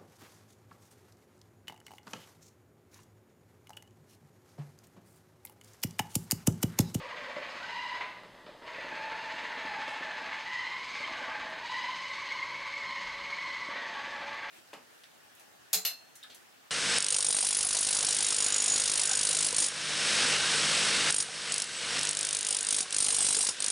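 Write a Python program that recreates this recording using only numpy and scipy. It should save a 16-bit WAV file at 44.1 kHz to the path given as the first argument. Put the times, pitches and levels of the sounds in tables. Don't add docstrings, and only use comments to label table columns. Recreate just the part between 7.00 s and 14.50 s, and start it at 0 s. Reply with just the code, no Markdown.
import sys
import numpy as np
from scipy import signal
from scipy.fft import rfft, irfft
from scipy.io import wavfile
from scipy.ndimage import uniform_filter1d

SR = 44100
rng = np.random.default_rng(int(sys.argv[2]) if len(sys.argv) > 2 else 0)


def wav_record(signal):
    frames = np.transpose(np.atleast_2d(signal))
    bounded = np.clip(frames, -1, 1)
    quanta = np.round(bounded * 32767).astype(np.int16)
    wavfile.write(sys.argv[1], SR, quanta)


def convert_level_to_amplitude(level_db):
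    exponent = np.asarray(level_db, float) / 20
    return 10 ** exponent


N = 330750
T = np.arange(N) / SR


def level(x, db=0):
    return x * convert_level_to_amplitude(db) / np.sqrt(np.mean(x ** 2))


def curve(points):
    return np.interp(T, *np.transpose(points))


def colour(x, points):
    hz, db = np.transpose(points)
    f = np.fft.rfftfreq(len(x), 1 / SR) + 1
    gain_db = np.interp(np.log(f), np.log(hz), db, left=-90, right=-90)
    return irfft(rfft(x) * convert_level_to_amplitude(gain_db), len(x))


def resonance(x, hz, width_hz):
    return signal.lfilter(*signal.iirpeak(hz, hz / width_hz, SR), x)


def steep(x, hz, width_hz):
    return resonance(resonance(x, hz, width_hz), hz, width_hz)


def boost(x, peaks):
    return x + sum((convert_level_to_amplitude(db) - 1) * resonance(x, hz, width_hz) for hz, width_hz, db in peaks)


def noise():
    return rng.standard_normal(N)


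def walk(rate_hz):
    hold = int(SR / rate_hz)
    steps = np.repeat(rng.standard_normal(N // hold + 1), hold)
    return 1.3 * uniform_filter1d(uniform_filter1d(steps, hold), hold)[:N]


def strikes(rows, decay_s, rough=0.95):
    out = np.zeros(N)
    t = np.arange(SR // 4) / SR
    for (s, db), d in zip(rows, np.broadcast_to(decay_s, len(rows))):
        i = int(s * SR)
        push = convert_level_to_amplitude(db) * np.exp(-t / max(d, .0002))
        out[i:i + len(t)] += push[:N - i]
    return out * (1 - rough + rough * noise())


def room(x, count=5):
    t60_s, treble_t60_s, wet_db = 0.67, 0.76, 2.5
    t = np.arange(SR) / SR
    before = SR // 2
    x = np.r_[x[before:0:-1], x]
    wet, place = 0, np.linspace(0, count - 1, len(x))
    for k in range(count):
        share = np.cos(np.pi / 2 * np.clip(place - k, -1, 1))
        echoes = rng.standard_normal(SR) * (t > .004)
        lows = signal.lfilter(*signal.butter(1, 2500, fs=SR), echoes)
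        tail = lows * 1000 ** (-t / t60_s) + (echoes - lows) * 1000 ** (-t / treble_t60_s)
        tail /= np.sqrt(np.sum(tail ** 2))
        wet = wet + signal.fftconvolve(x * share, tail)[:len(x)]
    return (x + convert_level_to_amplitude(wet_db) * wet)[before:]


# (frequency [Hz], density [dB per Hz])
QUIET_COLOUR = [(12, -51), (20, -8.5), (109, -8.5), (281, -3), (372, -3), (478, -6), (631, 0.5),
                (788, -14.5), (906, 0), (1500, -11.5), (1920, -2), (2270, -17), (3260, -12.5), (7110, -25),
                (15500, -37.5)]
# (frequency [Hz], rms [dB])
HUM = [(49, -92), (123, -75), (181, -71.5)]


def quiet():
    hum = sum(level(resonance(noise(), hz, 5.9), db) for hz, db in HUM)
    return level(colour(noise(), QUIET_COLOUR), -55.5) * convert_level_to_amplitude(.4 * walk(3)) + hum


# (frequency [Hz], density [dB per Hz])
HISS_COLOUR = [(12, -57), (20, -20), (421, -6.5), (733, -11), (914, -13.5), (4820, -15.5), (5690, -18),
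               (8620, -15.5), (13400, -21), (15000, -32)]


def hiss():
    return level(colour(noise(), HISS_COLOUR), -76)


# (time [s], peak [dB], decay [s])
THUDS = [
    (4.12, -64, 0.034),
    (4.40, -63, 0.027),
    (6.05, -61, 0.098),
]


def far_thuds():
    s, db, decay_s = np.transpose(THUDS)
    return convert_level_to_amplitude(28) * steep(strikes(np.c_[s, db], decay_s), 43, 60)


# (time [s], peak [dB], decay [s])
CREAKS = [
    (1.175, -58, 0.054),
    (1.235, -55, 0.026),
    (1.345, -59.5, 0.04),
    (1.374, -64, 0.054),
    (1.462, -53.5, 0.081),
    (1.54, -70, 0.033),
    (1.621, -58, .03),
]
# (frequency [Hz], level [dB])
CREAK_COLOUR = [(300, -1), (600, 7.5), (1000, 1), (1500, -5.5), (2000, -8), (2500, -9), (3400, -5),
                (5500, -13.5)]


def creaks():
    s, db, decay_s = np.transpose(CREAKS)
    return level(colour(noise(), CREAK_COLOUR)) * strikes(np.c_[s, db], decay_s, rough=0)


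# (time [s], peak [dB], burst [s])
TICKS = [(0.3694, -82, 0.0043), (2.2588, -67, 0.004), (2.7203, -64, 0.004), (2.8806, -54, 0.0042),
         (2.887, -60, 0.004), (2.8924, -59, 0.004), (2.912, -66, 0.004), (2.934, -70, 0.004),
         (3.3592, -63, 0.0041), (4.0094, -61, 0.004), (4.1874, -61, 0.0046), (4.4992, -58, 0.0039),
         (5.222, -63.5, 0.0037), (5.3227, -59.5, 0.0033), (6.6897, -70, 0.0033), (7.3425, -58, 0.003),
         (7.379, -67, 0.0044)]


def ticks():
    s, db, burst_s = np.transpose(TICKS)
    rows = np.c_[s, db]
    tick = convert_level_to_amplitude(10.5) * steep(steep(strikes(rows, burst_s), 6400, 5900), 6200, 7000)
    snap = convert_level_to_amplitude(5) * steep(strikes(rows, 0.0016), 8000, 5000)
    return tick, snap


# (time [s], peak [dB], knock at the drone [dB], crack [dB])
KNOCKS = [(0.284, -57, 14, -9), (0.365, -44, 8.5, -16), (1.177, -63, 1, -27), (1.782, -50, 8, 4),
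          (1.844, -47.5, 6, 17), (1.925, -46, 3.5, 2), (1.993, -48.5, 2, 5), (2.119, -48.5, 1, 28),
          (2.339, -48, -15, 22), (2.419, -54, -4, 10), (2.572, -53, -11, 10), (2.65, -50, -15, -7),
          (2.715, -55, -13, 10), (2.785, -47, 0.5, 13), (2.878, -46.5, 6.5, 27), (3.008, -45.5, 0, 0),
          (3.216, -51, -4, 17), (3.286, -56, -1, -6), (4.004, -48.5, 4, 23.5), (4.213, -50, 9, 5),
          (6.687, -44.5, 2.5, 0), (7.074, -50, 5, 9), (7.216, -53, 8, 14)]
# (time [s], peak [dB], knock at the drone [dB], crack [dB])
RESTART = [
    (1.467, -51, -8, 15),
    (1.49, -51, 4.5, 8),
    (1.621, -57, 0, 16),
]


def knocks():
    s, db, drone_db, crack_db = np.transpose(KNOCKS + RESTART)
    thump = convert_level_to_amplitude(9) * steep(strikes(np.c_[s, db], 0.00065, rough=0), 298, 260)
    ring = convert_level_to_amplitude(23) * steep(strikes(np.c_[s, db + drone_db], 0.00044, rough=0), 566.5, 59)
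    burst = strikes(np.c_[s, db + crack_db], 0.0041)
    crack = convert_level_to_amplitude(-5) * steep(steep(burst, 1460, 4100), 1500, 3900)
    return thump + ring, crack


# (time [s], peak [dB], tone [Hz])
GEAR_TONES = [(.06, -47, 973), (.135, -45.5, 1030), (.776, -42.5, 935), (.871, -40, 962), (0.926, -39, 1002),
              (.955, -42, 999), (1.021, -44.5, 1065), (1.06, -46, 1000), (1.75, -44.5, 2520),
              (1.79, -44, 2000), (1.8, -48, 2540), (1.917, -49, 890), (1.980, -43, 883), (2.056, -37.5, 886),
              (2.113, -40.5, 890), (2.188, -46, 895), (2.265, -43, 885), (2.332, -46, 878), (2.416, -53, 899),
              (2.505, -46, 900), (2.63, -53, 860), (2.706, -45, 864), (2.78, -41, 883), (2.82, -47, 848),
              (2.869, -43, 857), (2.942, -45, 849), (3.08, -45, 853), (3.187, -46, 868), (3.56, -37, 1956),
              (3.63, -42, 2000), (3.685, -45, 1008), (3.765, -43, 2109), (4.04, -35.5, 2115),
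              (4.05, -40.5, 3127), (4.21, -48, 850), (4.25, -48, 1025), (4.279, -45, 1148), (4.29, -44.5, 880),
              (4.315, -43, 1240), (4.36, -41.5, 847), (4.435, -45, 862), (4.48, -46, 855), (4.645, -41, 950),
              (4.74, -37, 1957), (4.79, -36, 2000), (4.847, -40, 1996), (4.85, -38.5, 970),
              (4.895, -39.5, 1013), (5.32, -33.5, 2140), (5.43, -34, 2118), (6.275, -38.5, 2198),
              (6.33, -33, 2186), (6.39, -44, 2190), (6.42, -38, 2032), (6.445, -37.5, 2127), (6.48, -41, 2058),
              (6.55, -45, 2158), (6.98, -42, 1123), (7.046, -42, 1137), (7.072, -54, 861), (7.14, -46, 1136),
              (7.218, -47, 855), (7.285, -45.5, 870), (7.321, -46, 876), (7.47, -46.5, 872),
              (7.343, -44, 1141)]


def gear_tones():
    out = np.zeros(N)
    t = np.arange(-SR // 16, SR // 16) / SR
    for s, db, hz in GEAR_TONES:
        i = int(s * SR) - SR // 16
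        swell = np.exp(-.5 * (t * hz / 10.3) ** 2)
        tone = convert_level_to_amplitude(db) * swell * np.sin(2 * np.pi * hz * t)
        out[max(i, 0):i + len(t)] += tone[max(-i, 0):N - i]
    return out


def by_bend(pair, bend):
    return pair[0] + (pair[1] - pair[0]) * np.clip(bend, 0, 1)


# (time [s], grind [dB], tightness of bend [0-1])
GRIND = [(0, -56.5, 0.8), (.3, -53, 1), (.6, -53, 0.83), (.8, -59, 0), (1.02, -49, 1), (1.13, -93, 0.95),
         (1.62, -85, 1), (1.645, -55.5, 1), (1.9, -52, 0.76), (3.33, -51, 0.8), (3.42, -56, 0.13),
         (3.99, -54.5, 0), (4.06, -49.5, 0.94), (4.56, -51, 0.96), (4.65, -55, 0.06), (6.66, -56, 0.12),
         (6.71, -50, 0.79), (7.5, -54.5, 0.84)]
# (frequency [Hz], level [dB])
GRIND_COLOUR = [(400, -12.5), (700, -11), (1000, 2.5), (1400, -3), (2000, 3.5), (2600, -4), (3200, -5.5),
                (4500, -14.5)]
# (frequency [Hz], level [dB])
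RATTLE_COLOUR = [(1410, -23), (2400, 1), (2600, -4), (2990, -4.5), (3630, -5), (4140, -4), (5730, -11),
                 (6360, -12), (9400, -32), (14000, -52)]
# (frequency [Hz], level [dB])
SCRUB_COLOUR = [(53, -52), (90, -21), (124, -1.5), (151, -7), (172, -32), (225, 12), (500, 0.5), (650, -36),
                (1100, -120)]
# (time [s], lift [dB])
BOARDS = [(0, 8), (.6, 1.5), (1.7, 4.5), (3.3, -2), (3.4, -11), (4.05, -8), (4.2, -6), (4.6, -10),
          (5.1, 3.5), (5.3, 5), (6.2, 5), (6.35, -1), (6.7, -0.5), (7.5, -0.5)]
# (straight [dB], full bend [dB])
RATTLE_DB = (7.5, -2)
# (straight [dB], full bend [dB])
SCRUB_DB = (-14.5, -9.5)
# (straight [dB], full bend [dB])
SHAFT_DB = (3, 0.5)


def grinding(turn):
    s, grind_db, bend = np.transpose(GRIND)
    grind_db, bend = np.interp(T, s, grind_db), np.interp(T, s, bend)
    throb = np.sin(2 * np.pi * turn)
    slip = np.exp(-turn / 0.066) * convert_level_to_amplitude(2.5 * walk(9.4))

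    grind = level(colour(noise() * convert_level_to_amplitude(2.7 * walk(200)), GRIND_COLOUR), 4.72)
    grind = grind * convert_level_to_amplitude(4.07 * throb + walk(16))

    rattle = level(colour(noise() * convert_level_to_amplitude(3 * walk(900)), RATTLE_COLOUR), -2.02)
    rattle = rattle * convert_level_to_amplitude(by_bend(RATTLE_DB, bend) + 3.8 * throb + 0.99 * walk(12))

    shaft = level(steep(noise(), 567.8, 37), -14) * convert_level_to_amplitude(by_bend(SHAFT_DB, bend) + curve(BOARDS))
    drone = level(steep(noise(), 636, 160), -8.5) * convert_level_to_amplitude(by_bend((-13, 3.5), bend))
    drone = (shaft + drone) * convert_level_to_amplitude(0.84 * walk(18))

    scrub = level(colour(noise() * (0.24 + slip), SCRUB_COLOUR), -5.5) * convert_level_to_amplitude(by_bend(SCRUB_DB, bend))
    return convert_level_to_amplitude(grind_db) * (grind + rattle + drone), convert_level_to_amplitude(grind_db) * scrub


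# (time [s], speed lost [0-1], whine swell [dB])
SEAMS = [
    (1.63, 0.02, -8),
    (2.0, 0.01, 1),
    (2.751, 0.04, 2),
    (3.658, 0.01, 7.5),
    (4.3, 0, 3),
    (4.63, 0.01, -0.5),
    (5.38, 0.02, 3),
    (5.92, 0.03, 4),
    (6.451, 0.02, 2.5),
]


def seams():
    s, lost, swell_db = np.transpose(SEAMS)
    width_s = .07
    shape = np.exp(-.5 * ((T[:, None] - s) / width_s) ** 2)
    return 1 - shape @ lost, shape @ swell_db


# (time [s], share of wobble and wander)
PLAY = [(0, .9), (.62, .9), (.7, .7), (1.0, .65), (1.7, .9), (3.4, .9), (3.48, .8), (3.72, .85), (3.85, 1),
        (4.55, 1), (4.63, .6), (4.93, .7), (5.05, 1.05), (6.68, 1.05), (6.74, .7), (6.95, .75), (7.1, .9),
        (7.5, .9)]


def gears(hz, lines, strain):
    teeth_per_wobble, pinion_teeth = 63, 8
    turn = np.cumsum(hz) / SR / teeth_per_wobble + rng.random()
    wobble = .05 * (np.sin(2 * np.pi * turn) + 0.42 * np.sin(4 * np.pi * turn + 1))
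    wander = (.015 + .022 * strain) * (walk(30) + walk(120))
    speed = 1 + curve(PLAY) * (wobble + wander)
    phase = 2 * np.pi * np.cumsum(hz * speed) / SR
    pinion = 1 + .4 * np.sin(phase / pinion_teeth + 0.67 * walk(40))
    whine = 0
    for k, db in lines:
        line = convert_level_to_amplitude(db + 3.5 * walk(150)) * np.sqrt(2) * np.sin(k * phase)
        whine = whine + (line * pinion if k == 1 else line)
    return whine, turn % 1


def columns(spans, level_index):
    rows = np.concatenate(spans).T
    running = sum((T >= s[0][0]) & (T <= s[-1][0]) for s in spans) > 0
    fade_db = -60 * (1 - uniform_filter1d(1. * running, 200))
    return [np.interp(T, rows[0], c) + fade_db * (k in level_index) for k, c in enumerate(rows[1:])]


# (time [s], tooth rate [Hz], first line [dB], second line re first [dB])
OUTER = [
    [(0, 945.5, -58.5, 2), (.64, 960, -56, 7), (.7, 974.4, -44, -3), (.85, 992.4, -42.5, -0.5),
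     (.96, 1008, -46.5, -10), (.99, 980, -57, -4), (1.1, 920, -83, -4)],
    [(1.619, 989.5, -51.5, 4), (1.9, 869.6, -51, 4.5), (2.45, 914.3, -52, 8), (2.8, 869, -49.5, 2.5),
     (3.3, 842.7, -52.5, 6.5), (3.43, 879.5, -51.5, 2), (3.47, 985, -48, 7), (3.9, 1101, -48.5, -2),
     (4.05, 1084, -48, 0), (4.12, 1122, -50.5, -20), (4.4, 1119, -52, -17), (4.6, 955.3, -56, -6),
     (4.69, 980, -46, -15), (4.72, 1000, -40, -6), (5.05, 1077, -45.5, 2), (6.25, 1100, -49, -2),
     (6.7, 1104, -46.5, -11), (6.8, 1112, -50.5, -10), (7.5, 1126, -48.5, 3)],
]
# (time [s], tooth rate [Hz], level [dB], second line lift [dB])
INNER = [
    [(0, 578.5, -47, 2), (.55, 602.7, -50, -3), (.63, 800, -56, 13), (.69, 950, -43.5, -4),
     (.95, 992, -45.5, 0.5), (.99, 979, -65, -3), (1.1, 750, -83, 0)],
    [(1.61, 541, -46, 3), (1.9, 607, -53, -5), (3.42, 699.5, -65, 2), (3.47, 960, -49.5, 8),
     (3.75, 1044, -51.5, -1), (4.05, 1089, -44, 1), (4.12, 815, -48, 0.5), (4.58, 868.7, -57, 8.5),
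     (4.64, 955.4, -40.5, -8), (4.7, 975.5, -39, -6), (4.73, 989.6, -39, 0.5), (5.1, 1040, -44.5, -0.5),
     (6.25, 1061, -43.5, 2), (6.68, 1064, -45.5, 3), (6.74, 986, -45.5, 7), (6.93, 879, -49, 6.5),
     (7.15, 818, -46.5, 2), (7.5, 825.7, -52.5, 1)],
]
# (multiple, level [dB])
INNER_ORDERS = [(1, -2.5), (2, -0.5), (3, -13.5), (4, -12.5)]
# (multiple, level re first line [dB])
UPPER_ORDERS = [(3, -8), (4, -14.5), (5, -14.5)]


def motors():
    outer_hz, first_db, sharp_db = columns(OUTER, (1,))
    inner_hz, inner_db, lift_db = columns(INNER, (1,))
    slowed, swell_db = seams()
    outer_hz, inner_hz = outer_hz * slowed, inner_hz * slowed
    first_db, inner_db = first_db + swell_db, inner_db + swell_db
    strain = np.clip((1 - inner_hz / outer_hz - .06) / .25, 0, 1)

    outer_lines = [(1, first_db), (2, first_db + sharp_db)]
    outer_lines += [(k, first_db + db) for k, db in UPPER_ORDERS]
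    outer, turn = gears(outer_hz, outer_lines, 0.1512 * strain)
    outer = boost(outer, [(872, 53, 2.2)])

    inner_lines = [(k, inner_db + db + lift_db * (k == 2)) for k, db in INNER_ORDERS]
    inner, _ = gears(inner_hz, inner_lines, 1.597 * strain)
    return convert_level_to_amplitude(-7.5) * outer + convert_level_to_amplitude(-8) * inner, turn


# (frequency [Hz], width [Hz], lift [dB])
GEARBOX = [(1000, 500, 0), (2000, 46, 3.5), (2520, 80, 9), (2725, 310, 8.5), (3270, 650, -10),
           (4060, 290, 5)]
# (frequency [Hz], width [Hz], lift [dB])
BODY = [(505, 110, 4.5), (719, 21, 7), (783, 32, -4.5), (863, 100, 4.5), (980, 33, 0), (1150, 48, 1),
        (1596, 163, 4.5), (1965, 73, 0), (2164, 84, 1.5), (2660, 22, 0), (3770, 80, -1), (4230, 94, -1)]


def scene():
    whine, turn = motors()
    grind, scrub = grinding(turn)
    truck = boost(boost(whine, GEARBOX) + grind, BODY)
    thump, crack = knocks()
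    tick, snap = ticks()
    rings = gear_tones() + creaks()
    hits = crack + tick + convert_level_to_amplitude(4) * thump
    echoed = room(convert_level_to_amplitude(-1.5) * truck + hits + convert_level_to_amplitude(-5) * scrub + convert_level_to_amplitude(-7) * rings)
    mid = echoed + scrub + far_thuds() + thump + snap + rings + quiet()
    side = hiss() + convert_level_to_amplitude(-68) * np.roll(mid, 9)
    return mid + side * np.array([[1], [-1]])


def low_pass(x):
    return signal.sosfilt(signal.butter(12, 15640, fs=SR, output="sos"), x)


# (frequency [Hz], width [Hz], depth [0-1])
NOTCHES = [(5705, 385, 1), (6940, 210, 0.9)]


def record(dry):
    for hz, width_hz, depth in NOTCHES:
        dry = dry - depth * resonance(dry, hz, width_hz)
    return low_pass(dry)


dry = scene()
out = record(dry)
wav_record(out)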